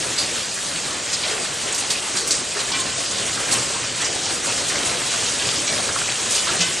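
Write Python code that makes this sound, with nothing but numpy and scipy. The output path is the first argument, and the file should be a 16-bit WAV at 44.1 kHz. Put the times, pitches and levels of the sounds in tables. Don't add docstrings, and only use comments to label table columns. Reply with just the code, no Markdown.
import sys
import numpy as np
from scipy import signal
from scipy.fft import rfft, irfft, next_fast_len
from scipy.io import wavfile
from scipy.ndimage import uniform_filter1d, map_coordinates

SR = 44100
rng = np.random.default_rng(int(sys.argv[2]) if len(sys.argv) > 2 else 0)


def attenuation_scalar(level_db):
    decades = np.asarray(level_db, float) / 20
    return 10 ** decades


def store_wav(level_fs):
    pcm = np.round(np.clip(np.atleast_2d(level_fs), -1, 1) * 32767)
    wavfile.write(sys.argv[1], SR, pcm.T.astype(np.int16))


N = 299880


def unit(x):
    return x / np.sqrt(np.mean(x ** 2) + 1e-20)


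def along(points, hz):
    f, v = np.transpose(points)
    return np.interp(np.log(hz + 1), np.log(f + 1), v)


def filtered(x, response):
    m = next_fast_len(x.shape[-1] + 2048)
    spectrum = rfft(x, m) * response(np.fft.rfftfreq(m, 1 / SR))
    return irfft(spectrum, m)[..., :x.shape[-1]]


def drops(count, hz, octaves, cycles, size_db):
    draw = rng.random((count, 2))
    pitch = np.clip(hz * 2 ** (octaves * rng.standard_normal((count, 1))), 150, 11000)
    size = attenuation_scalar(-size_db * np.log(draw[:, 1:] + 0.008))
    k = np.arange(128)
    turns = pitch * k / SR
    fade = np.exp(-turns / cycles) * np.cos(np.pi * k / 256)
    wave = size * np.sin(2 * np.pi * turns) * fade
    at = (draw[:, :1] * N).astype(int) + k
    return unit(np.bincount(at.ravel(), wave.ravel(), N + 128)[:N])


def yard(x, t60, wet):
    blocks = np.pad(x, (0, -N % 2048)).reshape(-1, 2048)
    t = np.arange(4097) / SR
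    tails = rng.standard_normal((len(blocks), len(t))) * attenuation_scalar(-60 * t / t60)
    echo = signal.fftconvolve(blocks, tails / np.linalg.norm(tails[0]), axes=1)
    at = np.arange(len(blocks))[:, None] * 2048 + np.arange(echo.shape[1])
    return unit(x + wet * np.bincount(at.ravel(), echo.ravel())[:N])


def roar(spectrum, patchy_db, near):
    z = signal.stft(rng.standard_normal((2, N)), nperseg=256)[2]
    field = uniform_filter1d(rng.standard_normal(z.shape[1:]), size=9, axis=0)
    field = uniform_filter1d(field, size=14, axis=1)
    patchy = z * attenuation_scalar(patchy_db * unit(field))
    far = unit(signal.istft(patchy, nperseg=256)[1][:, :N])
    far[0] += near
    return unit(filtered(far, lambda hz: attenuation_scalar(along(spectrum, hz))))


def bursts(rows, rise, lump_s, lump_db, below_db, stops_db=0):
    out, t = np.zeros((2, N + SR)), np.arange(SR // 5) / SR
    pours_s, breaks_s = 0.027, 0.0044
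    for s, db, hz, octaves, t60 in rows:
        noise = rng.standard_normal((2, len(t)))
        lumps = map_coordinates(rng.standard_normal(500), [np.minimum(t / lump_s, 490)])
        band = filtered(noise * attenuation_scalar(lump_db * lumps),
                        lambda f: np.exp(-.5 * (np.log2((f + 1) / hz) / octaves) ** 4))
        stop = stops_db * np.clip((t - pours_s) / breaks_s, 0, 1)
        decay = attenuation_scalar(-60 * (t / t60) ** 1.27 - stop) * (1 - t / t[-1])
        shape = (1 - np.exp(-t / rise)) * decay
        start = max(round((s - rise) * SR), 0)
        out[:, start:start + len(t)] += attenuation_scalar(db - below_db) * unit(band) * shape
    return out[:, :N]


# time in seconds, level in dB.
DOWNPOUR_STRENGTH = [(0.0, -24), (0.24, -25.5), (0.42, -25.5), (0.64, -26), (1.12, -26.5), (1.55, -27),
                     (1.86, -25), (2.01, -26.5), (2.67, -26), (2.86, -24.5), (3.6, -24.5), (3.81, -25.5),
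                     (5.19, -23.5), (5.55, -23), (6.08, -24), (6.53, -23), (6.67, -23.5), (6.8, -25)]
# middle in seconds, change in dB, half length in seconds,
# surface it falls on (0 tiles, 1 paving, 2 air; values between or beyond reach them in part).
WIND_FLURRIES = [(0.024, 0, .05, 0), (0.218, 2.5, 0.026, 2.5), (0.553, -4, 0.081, 1), (1.01, 1, 0.22, 1),
                 (1.307, 5, 0.06, 1), (1.467, 0, .05, -1), (1.68, 1, 0.023, 0.7), (1.795, 6.5, 0.025, 3),
                 (1.957, 0, 0.053, 0), (2.171, 4.5, 0.025, 1.6), (2.27, 3, .05, 4), (2.365, 1, 0.021, 2),
                 (2.517, -2, 0.057, 0.8), (2.6, 5.5, 0.03, 1.3), (2.966, 0.5, 0.056, 3),
                 (3.215, 2, 0.014, -1), (3.404, 4.5, 0.018, 0.5), (3.54, 4.5, 0.051, 1),
                 (4.041, 7, 0.038, 1.3), (4.322, 1.5, 0.057, 1.2), (4.4, -3.5, 0.04, 1.5),
                 (4.852, 3, 0.12, 0.7), (5.195, 0.5, 0.078, 1), (5.235, 2.5, .03, 3), (6.166, -2, .03, -.5),
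                 (1.45, 1.5, 0.028, 1.5), (1.62, 1, .03, -2), (2.16, 2, 0.023, -.5), (4.51, 2, .06, 0.5),
                 (5.11, -4, 0.13, -.5), (3.94, -2, .03, 0.5), (3.11, -1.5, .05, 0.6), (.82, -1.5, .03, 1.5),
                 (2.7, 2, .025, 0.5), (5.395, -0.5, 0.029, 0), (6.43, 1, .025, 0.5),
                 (6.585, -1.5, .015, 1.2), (.75, -1.5, .03, 3), (1.007, -1, .02, 2), (.67, -1, .02, 2),
                 (1.32, 2, 0.031, 1.5), (6.346, 2, .035, 2), (4.5, 1.5, .06, 2), (.6, -2, 0.069, 0),
                 (5.33, -1, 0.075, 0), (5.65, -1.5, .02, 1), (4.047, -4.5, 0.014, 3),
                 (1.277, 0.5, 0.023, 6), (5.57, 2, 0.029, -8), (5.734, 1.5, 0.036, 1),
                 (5.938, -2, 0.021, 2), (6.22, -1.5, 0.085, 0.64), (6.395, 7.5, 0.041, 3),
                 (6.51, 3, 0.071, 1), (6.608, 3.5, 0.019, 1.3)]
# level in dB at mean rain, change in dB per dB of rain.
LAYER_RESPONSE = [
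    (-36.5, 1),
    (-33.5, 0.78),
    (-26, 0.91),
]
# frequency in Hz, level in dB.
TILE_TONE = [(18, -46), (30, -13), (112, 0), (232, -0.5), (581, 1), (750, -4.5), (980, -32), (1650, -120)]
# frequency in Hz, level in dB.
PAVING_TONE = [(410, -21), (700, -2), (914, -1), (2180, 2), (2500, -3.5), (3250, 0.5), (5500, -120)]
# frequency in Hz, level in dB.
SPRAY_TONE = [(1900, -35.5), (2400, -2), (3000, -2), (4200, 0), (5600, 0.5), (7600, 3), (8600, 2.5),
              (9400, 0), (10000, 0.5), (10700, -5.5), (11500, -16), (12100, -71)]


def downpour():
    t, surface = np.arange(N) / SR, np.arange(3)[:, None]
    strength = np.interp(t, *np.transpose(DOWNPOUR_STRENGTH))
    even_db, follows = np.transpose(LAYER_RESPONSE)[..., None]
    gusts_db = np.zeros((3, N))
    for s, db, half, on in WIND_FLURRIES:
        gusts_db += db * np.exp(-(surface - on) ** 2) * np.exp(-((t - s) / half) ** 2)
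    knots = rng.standard_normal(200)
    gusts_db += 0.35 * map_coordinates(knots, [t * 9])
    gusts_db += 0.45 * map_coordinates(knots[::-1], [t * 18])
    tiles_gain, paving_gain, spray_gain = attenuation_scalar(even_db + follows * (strength - strength.mean()) + gusts_db)

    on_tiles = yard(drops(count=2500, hz=486, octaves=0.7, cycles=4.3, size_db=0.0), t60=0.41, wet=1.15)
    on_paving = yard(drops(count=4000, hz=1706, octaves=0.63, cycles=1.7, size_db=2.5), t60=0.24, wet=1.44)
    droplets = yard(drops(count=8000, hz=5000, octaves=0.7, cycles=1.23, size_db=2.5), t60=0.11, wet=1.0)
    tiles = roar(TILE_TONE, patchy_db=-1.36, near=0.19 * on_tiles)
    paving = roar(PAVING_TONE, patchy_db=0.7, near=0.32 * on_paving)
    spray = roar(SPRAY_TONE, patchy_db=1.5, near=0.62 * droplets)
    return tiles_gain * tiles + paving_gain * paving + spray_gain * spray


# time in seconds, peak in dB, pitch in Hz.
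DOORSTEP_DROPS = [(1.539, -14, 6000), (0.5777, -16, 1700), (0.9845, -16, 4400), (1.0892, -20, 1980),
                  (1.1327, -7, 4700), (1.3803, -13, 1980), (1.4604, -20, 4200), (1.5225, -19, 1800),
                  (1.5911, -19, 1950), (1.6158, -18, 8000), (1.8522, -12, 3400), (1.9072, -7, 4050),
                  (1.9126, -13, 4800), (2.0054, -16, 4870), (2.2752, -9, 7500), (2.309, -5, 5200),
                  (2.5047, -20, 7400), (2.569, -18, 1400), (2.5954, -9, 4070), (2.606, -16, 3450),
                  (2.802, -13, 7800), (3.0066, -13, 4100), (3.2629, -14, 8300), (3.297, -18, 1620),
                  (3.3505, -14, 4400), (3.634, -19, 1190), (3.707, -22, 1140), (3.7361, -13, 5600),
                  (4.158, -18, 2620), (4.264, -9, 3700), (4.429, -23, 1400), (2.722, -11, 4000),
                  (4.5795, -15, 1800), (5.893, -14, 4000), (4.7008, -12, 2330), (4.7212, -10, 2460),
                  (4.7593, -10, 1800), (4.8744, -16, 3100), (4.9137, -14, 6100), (5.0197, -12, 2380),
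                  (5.129, -19, 6400), (5.2078, -11, 7460), (5.392, -10, 7500), (5.4902, -6, 4300),
                  (5.4932, -17, 3800), (5.553, -21, 2600), (5.7788, -16, 2300), (5.8914, -11, 1460),
                  (5.9132, -16, 8200), (5.9615, -15, 1300), (5.9897, -7, 3900), (6.0027, -23, 1460),
                  (6.0178, -16, 1340), (6.1022, -10, 3800), (6.1237, -7.5, 4100), (6.3091, -11, 7800),
                  (6.3539, -8, 6400), (6.541, -20, 1480), (6.6056, -6.5, 4500), (6.612, -8.5, 5860)]


def doorstep():
    out, t = np.zeros((2, N + SR)), np.arange(SR // 100) / SR
    rise_cycles, frame_s, frame_db = 0.4, 0.0036, -12
    for s, db, hz in DOORSTEP_DROPS:
        age, start = hz * t / rise_cycles, s - rise_cycles / hz
        wave = np.cos(2 * np.pi * (hz * t - rise_cycles)) * rng.choice([-1, 1])
        click = attenuation_scalar(db) * wave * age * np.exp(1 - age)
        out[0, round(start * SR):][:len(t)] += click
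        out[0, round((start + frame_s) * SR):][:len(t)] += attenuation_scalar(frame_db) * click
    small = drops(count=700, hz=1900, octaves=0.68, cycles=0.29, size_db=1.5)
    small = filtered(small, lambda f: f / (f + 300))
    out[0, :N] += attenuation_scalar(-45) * yard(small, t60=0.035, wet=0.74)
    return out[:, :N]


# time in seconds, peak in dB, pitch in Hz, width in octaves.
ROOF_LUMPS = [(.048, -16, 540, 0.35), (.19, -21, 477, 0.49), (1.266, -14, 563, 0.41),
              (1.32, -14, 466, 0.35), (1.39, -13.5, 435, 0.97), (2.2, -16, 440, 0.29),
              (2.565, -14.5, 395, 0.074), (1.66, -14.5, 505, 0.56), (1.81, -19, 810, 0.2),
              (5.7, -17, 626, 0.11), (3.36, -26, 540, 0.27), (3.43, -19.5, 560, 0.25), (4.38, -23, 420, .4),
              (4.47, -19, 540, .4), (2.3, -19, 330, 0.42), (2.977, -15.5, 660, 0.087),
              (3.481, -16.5, 284, 0.4), (3.561, -12.5, 355, 0.82), (4.084, -14, 504, 0.75),
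              (4.287, -19, 595, 0.49), (4.897, -20, 613, 0.53), (5.061, -19, 528, 0.55),
              (5.131, -20, 624, 0.23), (5.626, -20, 598, 0.11), (5.873, -18, 554, 0.35),
              (6.51, -17, 377, 0.65), (6.6, -11.5, 171, 0.2)]


def roof_drum():
    rows = [(*row, 0.32) for row in ROOF_LUMPS]
    return bursts(rows, rise=0.00979, lump_s=0.013, lump_db=0, below_db=15)


# time in seconds, peak in dB, centre in Hz.
RUNOFF_SPLASHES = [(0.5385, -16, 8200), (0.9798, -26, 4430), (1.2342, -15, 3560), (1.2784, -22, 3200),
                   (1.536, -19.5, 8440), (1.6134, -16.5, 8080), (1.671, -17.5, 2860), (2.4984, -22.5, 7370),
                   (2.5916, -15.5, 4430), (2.9722, -19, 6660), (3.0024, -22, 2860), (3.2595, -14.5, 7400),
                   (3.3494, -18.5, 4290), (3.7264, -20.5, 3040), (4.0444, -11.5, 5960),
                   (4.2303, -14.5, 5900), (4.4466, -14, 8000), (4.7574, -14, 4530), (5.2084, -21, 5590),
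                   (5.3914, -15, 3650), (5.4878, -16, 3700), (5.7257, -17, 4700), (5.826, -18, 6730),
                   (5.9247, -11.5, 6860), (5.9882, -22, 2940), (6.0195, -19, 7600), (6.4724, -15, 3200),
                   (6.5318, -18, 6700)]
# time in seconds, peak in dB, centre in Hz, width in octaves, time to die by 60 dB in seconds.
HEAVY_GUSHES = [(.179, -8, 4560, 0.14, 0.3), (0.184, -8.5, 5600, 0.8, 0.2), (1.13, -7.5, 5700, 0.6, 0.22),
                (1.236, -15.5, 2200, 1.2, 0.6), (1.743, -12, 7000, 0.69, 0.32),
                (1.78, -9.5, 7840, 0.34, 0.16), (1.903, -6.5, 5770, 0.87, 0.2),
                (2.168, -10, 6250, 0.68, 0.55), (2.2739, -7.5, 8100, 0.72, 0.15),
                (2.307, -3, 6000, 0.65, 0.28), (2.718, -9.5, 4160, 0.49, 0.12),
                (2.74, -16.5, 2630, 0.99, .25), (2.168, -15, 4400, 0.13, 0.36),
                (2.353, -16, 6960, 0.33, .2), (2.8, -9.5, 7730, 0.32, 0.11),
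                (3.112, -11.5, 7440, 0.35, 0.076), (3.512, -9.5, 6300, .7, .3),
                (3.524, -4, 6400, 0.78, 0.14), (4.6832, -10.5, 6200, 0.78, 0.2),
                (4.852, -11.5, 7030, .5, 0.24), (5.575, -12.5, 4950, 0.59, 0.13),
                (5.669, -11, 5000, .6, .2), (6.306, -9.5, 7100, 0.6, 0.3), (6.348, -7, 6000, 0.79, 0.21),
                (6.377, -15, 4000, 0.78, 0.2), (6.605, -10, 3100, 0.42, 0.2),
                (6.605, -7.5, 5800, 0.33, 0.2)]


def runoff():
    rows = []
    for s, db, hz in RUNOFF_SPLASHES:
        t60 = 0.21 * 0.69 ** np.log2(hz / 5000)
        rows.append((s, db, hz, 0.41, t60))
    return bursts(rows + HEAVY_GUSHES, rise=.0016, lump_s=0.0019, lump_db=1.0, below_db=11.5, stops_db=2.5)


# time in seconds, peak in dB, pitch in Hz.
HEAVY_DROPS = [(.575, -12, 1640), (1.238, -9, 2290), (1.279, -19, 2080), (1.325, -17, 1400),
               (1.379, -15, 1960), (2.565, -14, 1520), (2.719, -10, 920), (2.749, -14, 2440),
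               (2.799, -15, 1010), (3.294, -19, 1620), (3.386, -11, 1790), (3.48, -9, 2000),
               (3.529, -12, 860), (3.825, -11, 2310), (4.157, -9, 706), (4.447, -12, 1360),
               (4.7, -11, 1810), (4.758, -16, 1730), (5.017, -17, 1480), (5.35, -19, 1680),
               (5.552, -12.5, 1690), (5.676, -7.5, 2470), (5.892, -9.5, 1400), (5.96, -7.5, 1330),
               (6.016, -11, 1350), (6.374, -19.5, 2380), (6.471, -5, 1230), (6.491, -8, 1500),
               (6.713, -26, 1510), (6.764, -10.5, 2470)]


def thuds():
    rows = [(*row, 0.34, 0.12) for row in HEAVY_DROPS]
    return bursts(rows, rise=.004, lump_s=.004, lump_db=4.0, below_db=18.5)


# time in seconds, peak in dB, centre in Hz.
EAVES_SPATTER = [(1.127, -13, 5000), (1.24, -21, 1350), (1.256, -23, 2700), (1.28, -18, 4200),
                 (1.325, -23, 3300), (1.955, -18, 2660), (1.295, -19, 7150), (1.725, -15.5, 7640),
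                 (1.788, -24, 950), (1.92, -24, 4870), (2.736, -28, 1350), (2.794, -16, 3700),
                 (3.275, -17.5, 2900), (3.37, -22, 1400), (3.47, -23, 950), (3.483, -23, 1900),
                 (3.575, -26, 1900), (3.583, -17.5, 5400), (3.748, -21, 955), (3.838, -20, 5400),
                 (4.02, -21.5, 3600), (4.25, -25, 940), (4.256, -15, 5200), (4.612, -27, 950),
                 (4.878, -15, 3800), (5.115, -19, 2700), (5.136, -20, 1350), (5.172, -15, 7600),
                 (5.422, -17, 3100), (5.558, -14, 5220), (5.592, -15, 5940), (5.62, -31, 670),
                 (5.675, -16, 3900), (5.725, -21, 4900), (5.722, -23, 1950), (5.777, -20, 3800),
                 (5.785, -24, 680), (5.826, -20, 2710), (5.905, -28, 500), (6.082, -15, 2300),
                 (6.325, -21, 3800), (6.54, -22, 690), (6.618, -22, 675)]


def eaves():
    rows = [(*row, 0.27, 0.12) for row in EAVES_SPATTER]
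    return bursts(rows, rise=.003, lump_s=0.0044, lump_db=4, below_db=8.5, stops_db=2.5)


# time in seconds, peak in dB, pitch in Hz,
# time to die by 60 dB in seconds.
GUTTER_RINGS = [(1.905, -30, 2552, .3), (1.905, -29, 1900, .23), (1.905, -23, 4743, .2),
                (1.906, -25, 5329, .14), (1.906, -25, 6336, .14), (2.73, -33, 1077, 1.2),
                (2.79, -33, 1040, .6), (2.73, -34, 1513, .9), (2.724, -29, 2950, .55),
                (2.73, -26, 2363, .45), (2.735, -30, 1965, .4), (2.725, -29, 3510, .3),
                (2.79, -29, 4430, .3), (3.53, -35.5, 1077, 3.1), (5.672, -30, 2300, .55),
                (5.676, -22, 4070, .14), (5.672, -25, 5830, .25), (5.669, -24, 6500, .12),
                (6.372, -23, 2958, .28), (6.378, -25, 3515, .22), (6.376, -29, 2406, .2),
                (6.374, -22, 6950, .1), (6.606, -26, 2040, .35), (6.607, -25, 2584, .4),
                (6.608, -23, 2958, .4), (6.609, -29, 3540, .5), (6.62, -32, 1518, 1.5),
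                (6.606, -23, 3145, .22), (6.606, -23, 5478, .28), (6.607, -23, 6115, .18),
                (6.607, -27, 7340, .2)]


def gutter():
    out, t = np.zeros((2, N + SR)), np.arange(SR // 2) / SR
    for s, db, hz, t60 in GUTTER_RINGS:
        waver_db = 1.5 * map_coordinates(rng.standard_normal(40), [t / .03])
        shape = attenuation_scalar(db + waver_db - 60 * t / t60) * (1 - np.exp(-t / 0.0028)) * (1 - t / t[-1])
        out[0, round(s * SR):][:len(t)] += shape * np.sin(2 * np.pi * hz * t)
    return out[:, :N]


# frequency in Hz, level in dB.
DOWNPIPE_TONE = [(40, -46), (75, -9), (115, 6), (170, -15), (260, -65)]
# time in seconds, level in dB.
DOWNPIPE_LEVEL = [
    (2.3, -69),
    (2.9, -46.5),
    (3.8, -45),
    (4.3, -50),
]


def downpipe():
    level_db = np.interp(np.arange(N) / SR, *np.transpose(DOWNPIPE_LEVEL))
    return attenuation_scalar(level_db) * roar(DOWNPIPE_TONE, patchy_db=2.0, near=0)


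# frequency in Hz, level in dB.
LEFT_RIGHT_DIFFERENCE = [(60, -43), (200, -13), (480, -13.5), (700, .5), (900, 1), (1300, -13), (1900, -19),
                         (4000, -19.5), (7000, -12), (7800, -8.5), (9300, -7), (11000, -17)]


def scene():
    water = downpour() + doorstep() + roof_drum() + runoff() + thuds() + eaves() + gutter() + downpipe()
    ahead, apart = water
    apart = filtered(apart, lambda hz: attenuation_scalar(along(LEFT_RIGHT_DIFFERENCE, hz)))
    return np.array([ahead + apart, ahead - apart])


def resonance(f, hz, width_hz):
    return hz * hz / (hz * hz - f * f + 1j * f * width_hz)


# frequency in Hz, lag in radians.
LEFT_LAG = [(4600, 0), (4890, .6), (4930, 2.7), (5000, 3.7), (5030, 5.6), (5250, 6.28), (6500, 6.28),
            (7600, 6.9), (8700, 7.5), (9400, 7.9), (10000, 8.7), (10500, 9.2), (11500, 9.4)]


def left_phase(x):
    return filtered(x, lambda f: np.exp(-1j * along(LEFT_LAG, f)))


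# frequency in Hz, dB against the loudness.
FAINTEST_MID = [(100, -26), (1000, -21), (3000, -18), (5500, -15), (7000, -11), (9000, -11.5), (9600, -10),
                (10000, -5), (10600, -8), (12000, -12)]
# frequency in Hz, dB against the loudness.
FAINTEST_SIDE = [(100, -17), (800, -21.5), (1500, -16.5), (2200, -17.5), (3000, -16), (4600, -11),
                 (5000, -3.5), (5400, -2), (7300, -6), (7700, -9), (9600, -6.5), (10400, -8.5),
                 (12000, -17.5)]
# frequency in Hz, share of the random scatter.
LIMIT_SCATTER = [(4000, .9), (7500, .9), (8500, .5), (9600, .7), (10500, 1.5), (11000, .8)]
# time in seconds, easing in dB per kHz above 8.5 kHz.
TREBLE_EASING = [(1.4, 2), (1.56, -1), (1.9, .5), (2.08, -1), (2.24, 1), (2.275, 9), (2.33, -2.5),
                 (2.65, 1), (2.98, -3), (3.52, 1), (3.85, -4), (4.05, 0), (4.25, -4), (4.66, 1.5),
                 (6.22, -1), (6.36, 3), (6.5, 0), (6.62, 3)]


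def thinned(left, right):
    lead = 1024 - 486
    pair = np.pad([left + right, left - right], ((0, 0), (lead, 0))) / 2
    hz, s, z = signal.stft(pair, SR, "cosine", nperseg=2048)
    power = abs(z) ** 2
    loudness = uniform_filter1d(power[0, 80:400].mean(axis=0), size=3)
    scatter = 2.5 * rng.standard_normal((2, 65, z.shape[2])) + 1.5 * rng.standard_normal(z.shape[2])
    spread = along(LIMIT_SCATTER, hz)[:, None] * np.repeat(scatter, 16, axis=1)[:, :len(hz)]
    limit_db = np.array([along(FAINTEST_MID, hz), along(FAINTEST_SIDE, hz)])[..., None] + spread
    easing = np.interp(s - lead / SR, *np.transpose(TREBLE_EASING))
    limit_db -= np.clip(hz[:, None] / 1000 - 8.5, 0, 1.5) * easing
    narrow = uniform_filter1d(power, size=3, axis=1)
    wide = uniform_filter1d(power, size=13, axis=1)
    kept = np.array([narrow[0], wide[1]]) > loudness * attenuation_scalar(2 * limit_db)
    mid, side = signal.istft(z * kept, SR, "cosine", nperseg=2048)[1][:, lead:lead + N]
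    return np.array([mid + side, mid - side])


def top_cut(x):
    return signal.sosfilt(signal.butter(12, 12000, fs=SR, output="sos"), x)


def record(dry):
    resonant = filtered(dry.mean(axis=0),
                    lambda f: attenuation_scalar(-13.0) * resonance(f, hz=825, width_hz=270) * f / (f + 220))
    mix = thinned(left_phase(dry[0] + resonant), dry[1] - resonant)
    return top_cut(mix)


dry = scene()
out = record(dry)
store_wav(out)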